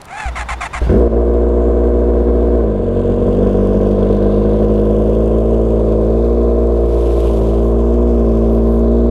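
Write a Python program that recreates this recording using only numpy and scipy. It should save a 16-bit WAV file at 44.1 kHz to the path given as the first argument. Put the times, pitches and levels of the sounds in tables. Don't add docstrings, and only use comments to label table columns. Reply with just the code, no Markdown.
import sys
import numpy as np
from scipy import signal
from scipy.fft import rfft, irfft, next_fast_len
from scipy.io import wavfile
from scipy.ndimage import uniform_filter1d

SR = 44100
rng = np.random.default_rng(int(sys.argv[2]) if len(sys.argv) > 2 else 0)


def inscribe(sig):
    pcm = np.round(np.clip(np.atleast_2d(sig).T, -1, 1) * 32767)
    wavfile.write(sys.argv[1], SR, pcm.astype(np.int16))


N = 401310
T = np.arange(N) / SR
TOP_HZ = 15800

# (frequency [Hz], level [dB])
RUMBLE = [(30, 1), (130, 2), (400, -7), (900, -2), (2000, -13.5), (4000, -24), (10000, -36.5)]
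# (time [s], length [s], attack [s], level [dB], mesh at start, middle, end [Hz])
COMPRESSIONS = [(0.065, 0.24, 0.14, -23.5, 479, 865, 600), (0.352, 0.089, 0.0088, -23.5, 1193, 910, 810),
                (.485, 0.067, 0.0044, -21.5, 1229, 950, 780), (0.604, .078, 0.0075, -21.5, 1277, 1030, 760),
                (0.729, 0.07, 0.0082, -22.5, 1257, 1030, 830)]
# (time [s], attack [s], hold [s], release [s])
OVERRUN = (0.787, 0.018, 0.063, 0.14)
# (time [s], firing rate [Hz])
IDLE = [(1.1, 56.3), (1.17, 59.27), (2.542, 60.2), (2.83, 46.27), (3.64, 50.1), (4.282, 51.17),
        (4.511, 52.97), (4.894, 53.25), (5.485, 56.54), (6.023, 54.62), (6.222, 58.51), (7.248, 57.97),
        (7.381, 55.29), (8.047, 59.42), (8.305, 56.38), (9.1, 58.19)]
# (time [s], lumpiness [1 = very lumpy])
LUMPINESS = [(.9, 1.0), (1.2, 0.6), (2.5, 0.69), (2.8, .7), (3.4, 0.87), (4.2, 0.97), (4.8, 0.51),
             (6.2, 0.46), (7.5, 0.33), (9.1, 0.17)]
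# (time [s], bearing [0 = beside the engine, 1 = behind the tail])
BEARING = [(4.5, 0.48), (6.6, 0.41), (7.3, .8), (8.1, 0.77)]


def undb(db):
    return 10 ** (np.asarray(db) / 20)


def curve(rows):
    return np.interp(T, *np.transpose(rows))


def envelope(s, attack_s, hold_s, release_s):
    return np.clip(np.minimum((T - s) / attack_s, 1 - (T - s - attack_s - hold_s) / release_s), 0, 1)


def swells(rows):
    return sum(undb(db) * np.exp(-((T - s) / width) ** 2) for s, width, db in rows)


def unit(x):
    return x / np.sqrt(np.mean(x ** 2) + 1e-18)


def even(x, size=7500):
    power = uniform_filter1d(x ** 2, size)
    return x / np.sqrt(np.abs(power) + 1e-3 * np.mean(power))


def colour(x, points):
    size = next_fast_len(N + SR // 2) // 2 * 2
    hz, db = np.transpose(points)
    octave = np.log2(np.arange(size // 2 + 1) * SR / size + 1)
    gain_db = np.interp(octave, np.log2(hz), db) - 20 * np.maximum(octave - np.log2(hz[-1]), 0)
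    cepstrum = irfft(np.log(undb(gain_db)))
    cepstrum[1:size // 2] *= 2
    cepstrum[size // 2 + 1:] = 0
    return irfft(rfft(x, size) * np.exp(rfft(cepstrum)))[:N]


def band(x, lo_hz, hi_hz):
    return signal.sosfilt(signal.butter(3, [lo_hz, hi_hz], "band", fs=SR, output="sos"), x + 1e-18)


def noise():
    return rng.standard_normal(N)


def walk(rate_hz):
    step = int(SR / rate_hz)
    stairs = np.repeat(rng.standard_normal(N // step + 1), step)
    return unit(uniform_filter1d(stairs, step)[:N])


def clicks(times, sizes):
    at = np.clip(times * SR, 0, N - 2)
    i = at.astype(int)
    return np.bincount(i, sizes * (1 - at + i), N) + np.bincount(i + 1, sizes * (at - i), N)


def fade(x, decay_s):
    return signal.lfilter([1], [1, -np.exp(-1 / (decay_s * SR))], x + 1e-18)


def mode(x, hz, decay_s):
    return signal.lfilter([1], [1, -np.exp((2j * np.pi * hz - 1 / decay_s) / SR)], x + 1e-18).imag


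def metal(x, decay_s, size=2048):
    ring = rng.standard_normal(size) * np.exp(-T[:size] / decay_s)
    return unit(signal.fftconvolve(x, ring)[:N])


def shifting(x, sway_db=2.0):
    edges = np.geomspace(1400, TOP_HZ, 9)
    return unit(sum(band(x, lo, hi) * undb(sway_db * walk(1.5084)) for lo, hi in zip(edges, edges[1:])))


def loudness(voice, idle_hz=58):
    # (time [s], attack [s], hold [s], release [s], effort [dB])
    efforts = [(0.886, 0.032, 0.2, 0.011, 3), (1.077, 0.01, 0.012, .03, -15),
               (2.594, 0.16, 0.045, .55, -3.5)]
    voices = {"boom": (-15.5, 0.6, 6.5, 2.9, 5.5), "growl": (-18, 1, 4, 0.5, -1),
              "bark": (-14, 1.1, -7, -9.5, -11), "crack": (-24.5, .7, 7.5, -2.5, -11),
              "gas": (-28, 0.57, -2, 1, 3.5), "case": (-48, .3, -0.5, 0, 21.5),
              "whirr": (3.5, 0.3, -1.5, 1, 14.5), "valves": (-9, 2, -0.5, 3.5, 10)}
    db, share, octave_db, tail_db, overrun_db = voices[voice]
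    effort_db = share * sum(size_db * envelope(*shape) for *shape, size_db in efforts)
    speed_db = octave_db * np.log2(curve(IDLE) / idle_hz)
    return undb(db + effort_db + speed_db + tail_db * curve(BEARING) + overrun_db * envelope(*OVERRUN))


def street():
    return undb(-37.5) * unit(colour(noise(), RUMBLE)) * np.interp(T, [.8, 1.2], [1, .2])


def switches():
    # (time [s], relative level [dB])
    contacts = [(0.0165, -19), (0.045, -29), (0.054, -19)]
    s, db = np.transpose(contacts)
    return fade(clicks(s, undb(db - 13.5)), 0.0019) * unit(band(noise(), 3000, 11400))


def starter_spin():
    return undb(-36) * np.interp(T, [.04, .3, .8, .95], [0, 1, 1, 0]) * unit(colour(noise(), RUMBLE))


def starter_gears(release_s=0.014, grind_db=-1, flutter=0.0169, ease_db=3):
    # (frequency [Hz], level [dB])
    response = [(450, -24), (630, -6), (740, 7.5), (900, -1), (1150, -0.5), (1700, -1), (2100, -0.5),
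                (2500, -6.5), (3500, -16.5), (5100, -25), (7300, -18.5), (9300, -23.5), (11500, -38),
                (15000, -73)]
    mesh_hz, load, grind = np.full(N, 800.), np.zeros(N), np.zeros(N)
    for s, length, attack, db, *pitches in COMPRESSIONS:
        progress = (T - s) / length
        inside = (progress >= 0) & (progress < 1)
        mesh_hz[inside] = np.polyval(np.polyfit([0, .5, 1], pitches, 2), progress[inside])
        gate = np.clip((T - s) / attack, 0, 1) * np.clip((s + length - T) / release_s, 0, 1)
        load += gate * undb(db + ease_db * (.5 - np.clip(progress, 0, 1)))
        grind[inside] = 0.532 + np.exp(-attack / 0.066)
    cycles = np.cumsum(mesh_hz * (1 + flutter * grind * walk(400))) / SR
    times = np.interp(np.arange(1, int(cycles[-1])), cycles, T)
    impacts = unit(clicks(times, undb(3.7 * rng.standard_normal(len(times)))))
    teeth = impacts + undb(grind_db) * grind * noise()
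    housing = unit(teeth) + 0.57 * metal(teeth, 0.0069)
    return even(colour(housing, response), size=1500) * load * undb(0.74 * walk(150))


def cranking(boom_hz=59, ring_s=0.077):
    # (time [s], boom [dB], thud [dB])
    puffs = [(0.256, -13, -39), (0.392, -20, -40.5), (0.511, -18.5, -34.5), (0.637, -23, -39),
             (.75, -19, -45.5), (.816, -6.5, -15.5), (.866, -37, -17.5)]
    s, boom_db, thud_db = np.transpose(puffs)
    bursts = fade(clicks(s, undb(thud_db)), 0.029) * noise()
    thuds = colour(bursts, [(50, 5.4), (120, 23), (250, 8.9), (620, 10)])
    return mode(clicks(s, undb(boom_db)), boom_hz, ring_s) + thuds


def starter_whine(loaded_hz=3300, spin_up_s=.06, attack_s=0.032, decay_s=0.088, waver=.009):
    hz, gain = np.full(N, float(loaded_hz)), np.zeros(N)
    for s, length, *_ in COMPRESSIONS:
        runs_free = s == COMPRESSIONS[-1][0]
        top_hz, db = (5370, -46) if runs_free else (4100, -47)
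        age = np.maximum(T[T >= s] - s - length, 0)
        hz[T >= s] = top_hz + (loaded_hz - top_hz) * np.exp(-age / spin_up_s)
        gain[T >= s] = undb(db) * np.minimum(age / attack_s, 1) * np.exp(-age / decay_s)
    return gain * np.sin(2 * np.pi * np.cumsum(hz * (1 + waver * walk(430))) / SR)


def gas_rush(pulses):
    # (frequency [Hz], level [dB])
    spectrum = [(60, -1), (250, 6), (450, 2.5), (660, 10.5), (830, -7.5), (1030, 2), (1150, -6.5),
                (1350, -14), (1700, -25)]
    flow = unit((fade(pulses, 0.016) + 0.56) * noise())
    clank = 0.26 * metal(band(pulses, 835, 5200), 0.021)
    return unit(colour(flow + clank, spectrum)) * loudness("gas")


def engine_case(pulses, shadow_db=-7, shadow_start_s=4.55, shadow_ramp_s=0.95):
    # (frequency [Hz], level [dB])
    case_modes = [(1520, 6), (1592, 6), (1742, -1), (1863, -12), (1951, -9.5), (2072, -6.5), (2177, -5.5),
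                  (2514, -17), (2722, -12), (3199, -14)]
    knocks = unit((fade(pulses, 0.016) + 0.39) * noise())
    ring = unit(sum(undb(db) * mode(knocks, hz, 0.0053) for hz, db in case_modes))
    shadow = undb(shadow_db * np.clip((T - shadow_start_s) / shadow_ramp_s, 0, 1))
    return ring * loudness("case") * shadow


def valve_train(times, sizes, lag_periods=.4, scatter_db=3, second_tick_db=-9):
    # (frequency [Hz], level [dB])
    chain_spectrum = [(1400, -21.5), (2100, -8), (2600, -4), (3400, -3.5), (4500, -10), (5500, -13),
                      (8000, -15), (11000, -21.5)]
    valve_spectrum = [(1200, -24.5), (3000, -8.5), (5200, -4.5), (7200, -1), (9400, -7), (11000, -7.5),
                      (13500, -21.5), (15500, -40)]
    # (time [s], level [dB])
    treble_level = [(1.1, -61.5), (2.6, -60.5), (3.2, -55), (4.2, -55.5), (5.1, -55.5), (5.9, -55.5),
                    (6.5, -57.5), (7.6, -56.5), (8.45, -56.5), (9.0, -59.5)]
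    period = np.gradient(times)
    shut = times + lag_periods * period
    rattle = (fade(clicks(shut, sizes), 0.0046) + 1) * noise() * undb(1.4 * walk(90))
    chain = shifting(colour(rattle, chain_spectrum)) * loudness("whirr")
    first, second = undb(scatter_db * rng.standard_normal((len(times), 2)).T)
    impacts = clicks(shut, first) + clicks(shut + period / 2, second * undb(second_tick_db))
    ticks = (fade(impacts, 0.0026) + 0.078) * noise()
    valves = shifting(colour(ticks, valve_spectrum)) * loudness("valves")
    return (chain + valves) * undb(curve(treble_level))


def firings(scatter_db=1.95, jitter_ms=0.09, hunt_ms=0.36, hunt_hz=5):
    # (time [s], firing rate [Hz])
    catch = [(.893, 39.4), (.925, 46), (.95, 55), (.98, 63), (1.06, 57.6)]
    # (strength [dB], lateness [ms], echo strength [dB])
    cylinders = [(1, -0.032, 5), (4, 0.19, 6.5), (3, -0.041, -2), (4.5, -0.21, -19)]
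    rate_hz = curve(list(catch) + list(IDLE))
    running = T >= catch[0][0]
    cycles = np.cumsum(rate_hz[running]) / SR
    count = np.arange(int(cycles[-1]) + 1)
    times = np.interp(count, cycles, T[running])
    lumpy = np.interp(times, *np.transpose(LUMPINESS))
    db, late_ms, echo_db = np.transpose(cylinders)[:, count % len(cylinders)]
    jitter, scatter, echo_scatter = lumpy * rng.standard_normal((len(count), 3)).T
    drift_ms = hunt_ms * np.interp(times, T, walk(hunt_hz))
    times = times + (lumpy * late_ms + jitter_ms * jitter + drift_ms) / 1000
    sizes = undb(lumpy * db + scatter_db * scatter)
    echoes = undb(lumpy * echo_db + scatter_db * echo_scatter)
    return times, sizes, echoes


def exhaust(times, sizes, echoes, echo_s=0.0073, echo_db=-6, burble_db=-17):
    # (frequency [Hz], level [dB])
    silencer = [(22, -52.5), (40, -20.5), (50, -2), (60, 4.5), (75, -1.5), (100, -7.5), (113, -6.5),
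                (125, -19.5), (165, -9), (200, -22.5)]
    pipe = [(110, -37), (175, -16), (205, 10), (232, 6.5), (275, -4.5), (450, -59)]
    collector = [(150, -20), (270, -26.5), (300, -1), (350, 1.5), (405, 10.5), (450, -12.5), (600, -22)]
    mouth = [(200, -38.5), (380, -15), (440, 2.5), (475, 2.5), (540, -1.5), (640, -6), (690, -23.5),
             (745, -16), (830, -47.5)]
    # (time [s], level [dB])
    drone_level = [(.89, -26.5), (.96, -14), (1.04, -22.5), (1.25, -23.5), (2.5, -21.5), (3.0, -21.5),
                   (3.4, -16.5), (4.7, -17), (5.3, -20), (6.6, -21.5), (7.2, -35), (7.32, -23.5),
                   (8.15, -17.5), (9.05, -16)]
    # (bark level [dB], extra travel time [ms])
    headers = [(2.5, -0.0039), (2, 0.26), (-3, -0.1), (5, 0.041)]
    # (delay [s], gain [1])
    baffles = [(0, 0.97), (.0043, 0.56), (0.0104, 0.41), (0.0131, 0.46)]
    pulses = clicks(times, sizes)
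    reflections = clicks(times + echo_s, echoes * undb(echo_db))
    boom = even(colour(pulses, silencer)) * loudness("boom")
    drone = even(colour(pulses - reflections, pipe)) * undb(curve(drone_level))
    growl = even(colour(pulses - reflections, collector)) * loudness("growl")
    header_db, travel_ms = np.transpose(headers)[:, np.arange(len(times)) % len(headers)]
    blasts = sizes * undb(header_db)
    arrivals = times + travel_ms / 1000
    fronts = sum(clicks(arrivals + delay, gain * blasts) for delay, gain in baffles) - reflections
    burble = unit(fade(clicks(times, blasts ** 2), 0.0054) * noise()) * curve(LUMPINESS)
    bark = even(colour(unit(fronts) + burble * undb(burble_db), mouth)) * loudness("bark")
    return boom + drone + growl + bark


def outlet(times, sizes, size_exponent=0.37):
    # (level beside the engine [dB], level behind the tail [dB], lag [firing periods])
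    cylinders = [(0.5, 5.5, .8), (-2, 3, .92), (-1, 1, .57), (0, .5, .57)]
    # (frequency [Hz], level [dB])
    spectrum = [(420, -27.5), (520, 1.5), (580, 4.5), (645, 4.5), (700, -14), (760, -5), (840, -25),
                (1030, -17.5), (1280, -31.5), (1700, -40.5)]
    # (time [s], half width [s], level [dB])
    on_axis = (7.5, 0.83, -41.5)
    side_db, tail_db, lag = np.transpose(cylinders)[:, np.arange(len(times)) % len(cylinders)]
    bearing = np.interp(times, *np.transpose(BEARING))
    strength = sizes ** size_exponent * undb(side_db + (tail_db - side_db) * np.sqrt(bearing))
    cracks = clicks(times + lag * np.gradient(times), strength)
    bright = unit(band(cracks, 720, 1000)) * swells([on_axis])
    return even(colour(cracks, spectrum)) * loudness("crack") + bright


def clothing(scratch_db=3):
    # (time [s], half width [s], level [dB])
    rustles = [(7.22, 0.36, -44.5), (8.4, 0.16, -59)]
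    # (frequency [Hz], level [dB])
    spectrum = [(1200, -13.5), (2400, 3), (3300, 4.5), (4500, -3.5), (7000, -7), (10000, -7.5),
                (13000, -12.5), (15500, -35)]
    return swells(rustles) * unit(colour(noise() * undb(scratch_db * walk(700)), spectrum))


def hisses():
    # (time [s], half width [s], level [dB])
    bursts = [(7.36, 0.068, -62), (7.658, 0.071, -61), (8.54, 0.051, -58), (8.741, 0.091, -58)]
    return swells(bursts) * unit(band(noise(), 8900, 14800))


def scene():
    times, sizes, echoes = firings()
    pulses = clicks(times, sizes)
    tailpipe = (exhaust(times, sizes, echoes) + outlet(times, sizes)) * (T >= times[0])
    machinery = gas_rush(pulses) + engine_case(pulses) + valve_train(times, sizes)
    machinery *= np.clip((T - OVERRUN[0]) / 0.026, 0, 1)
    starter = starter_gears() + switches() + starter_spin() + starter_whine()
    return (starter + cranking() + machinery + tailpipe + street() + clothing() + hisses())[None]


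def record(dry):
    rounded = dry / (1 + dry ** 8) ** (1 / 8)
    closing = np.clip((T[-1] - T) / .006, 0, 1)
    return signal.sosfilt(signal.ellip(8, .2, 70, TOP_HZ, fs=SR, output="sos"), rounded * closing)


dry = scene()
out = record(dry)
inscribe(out)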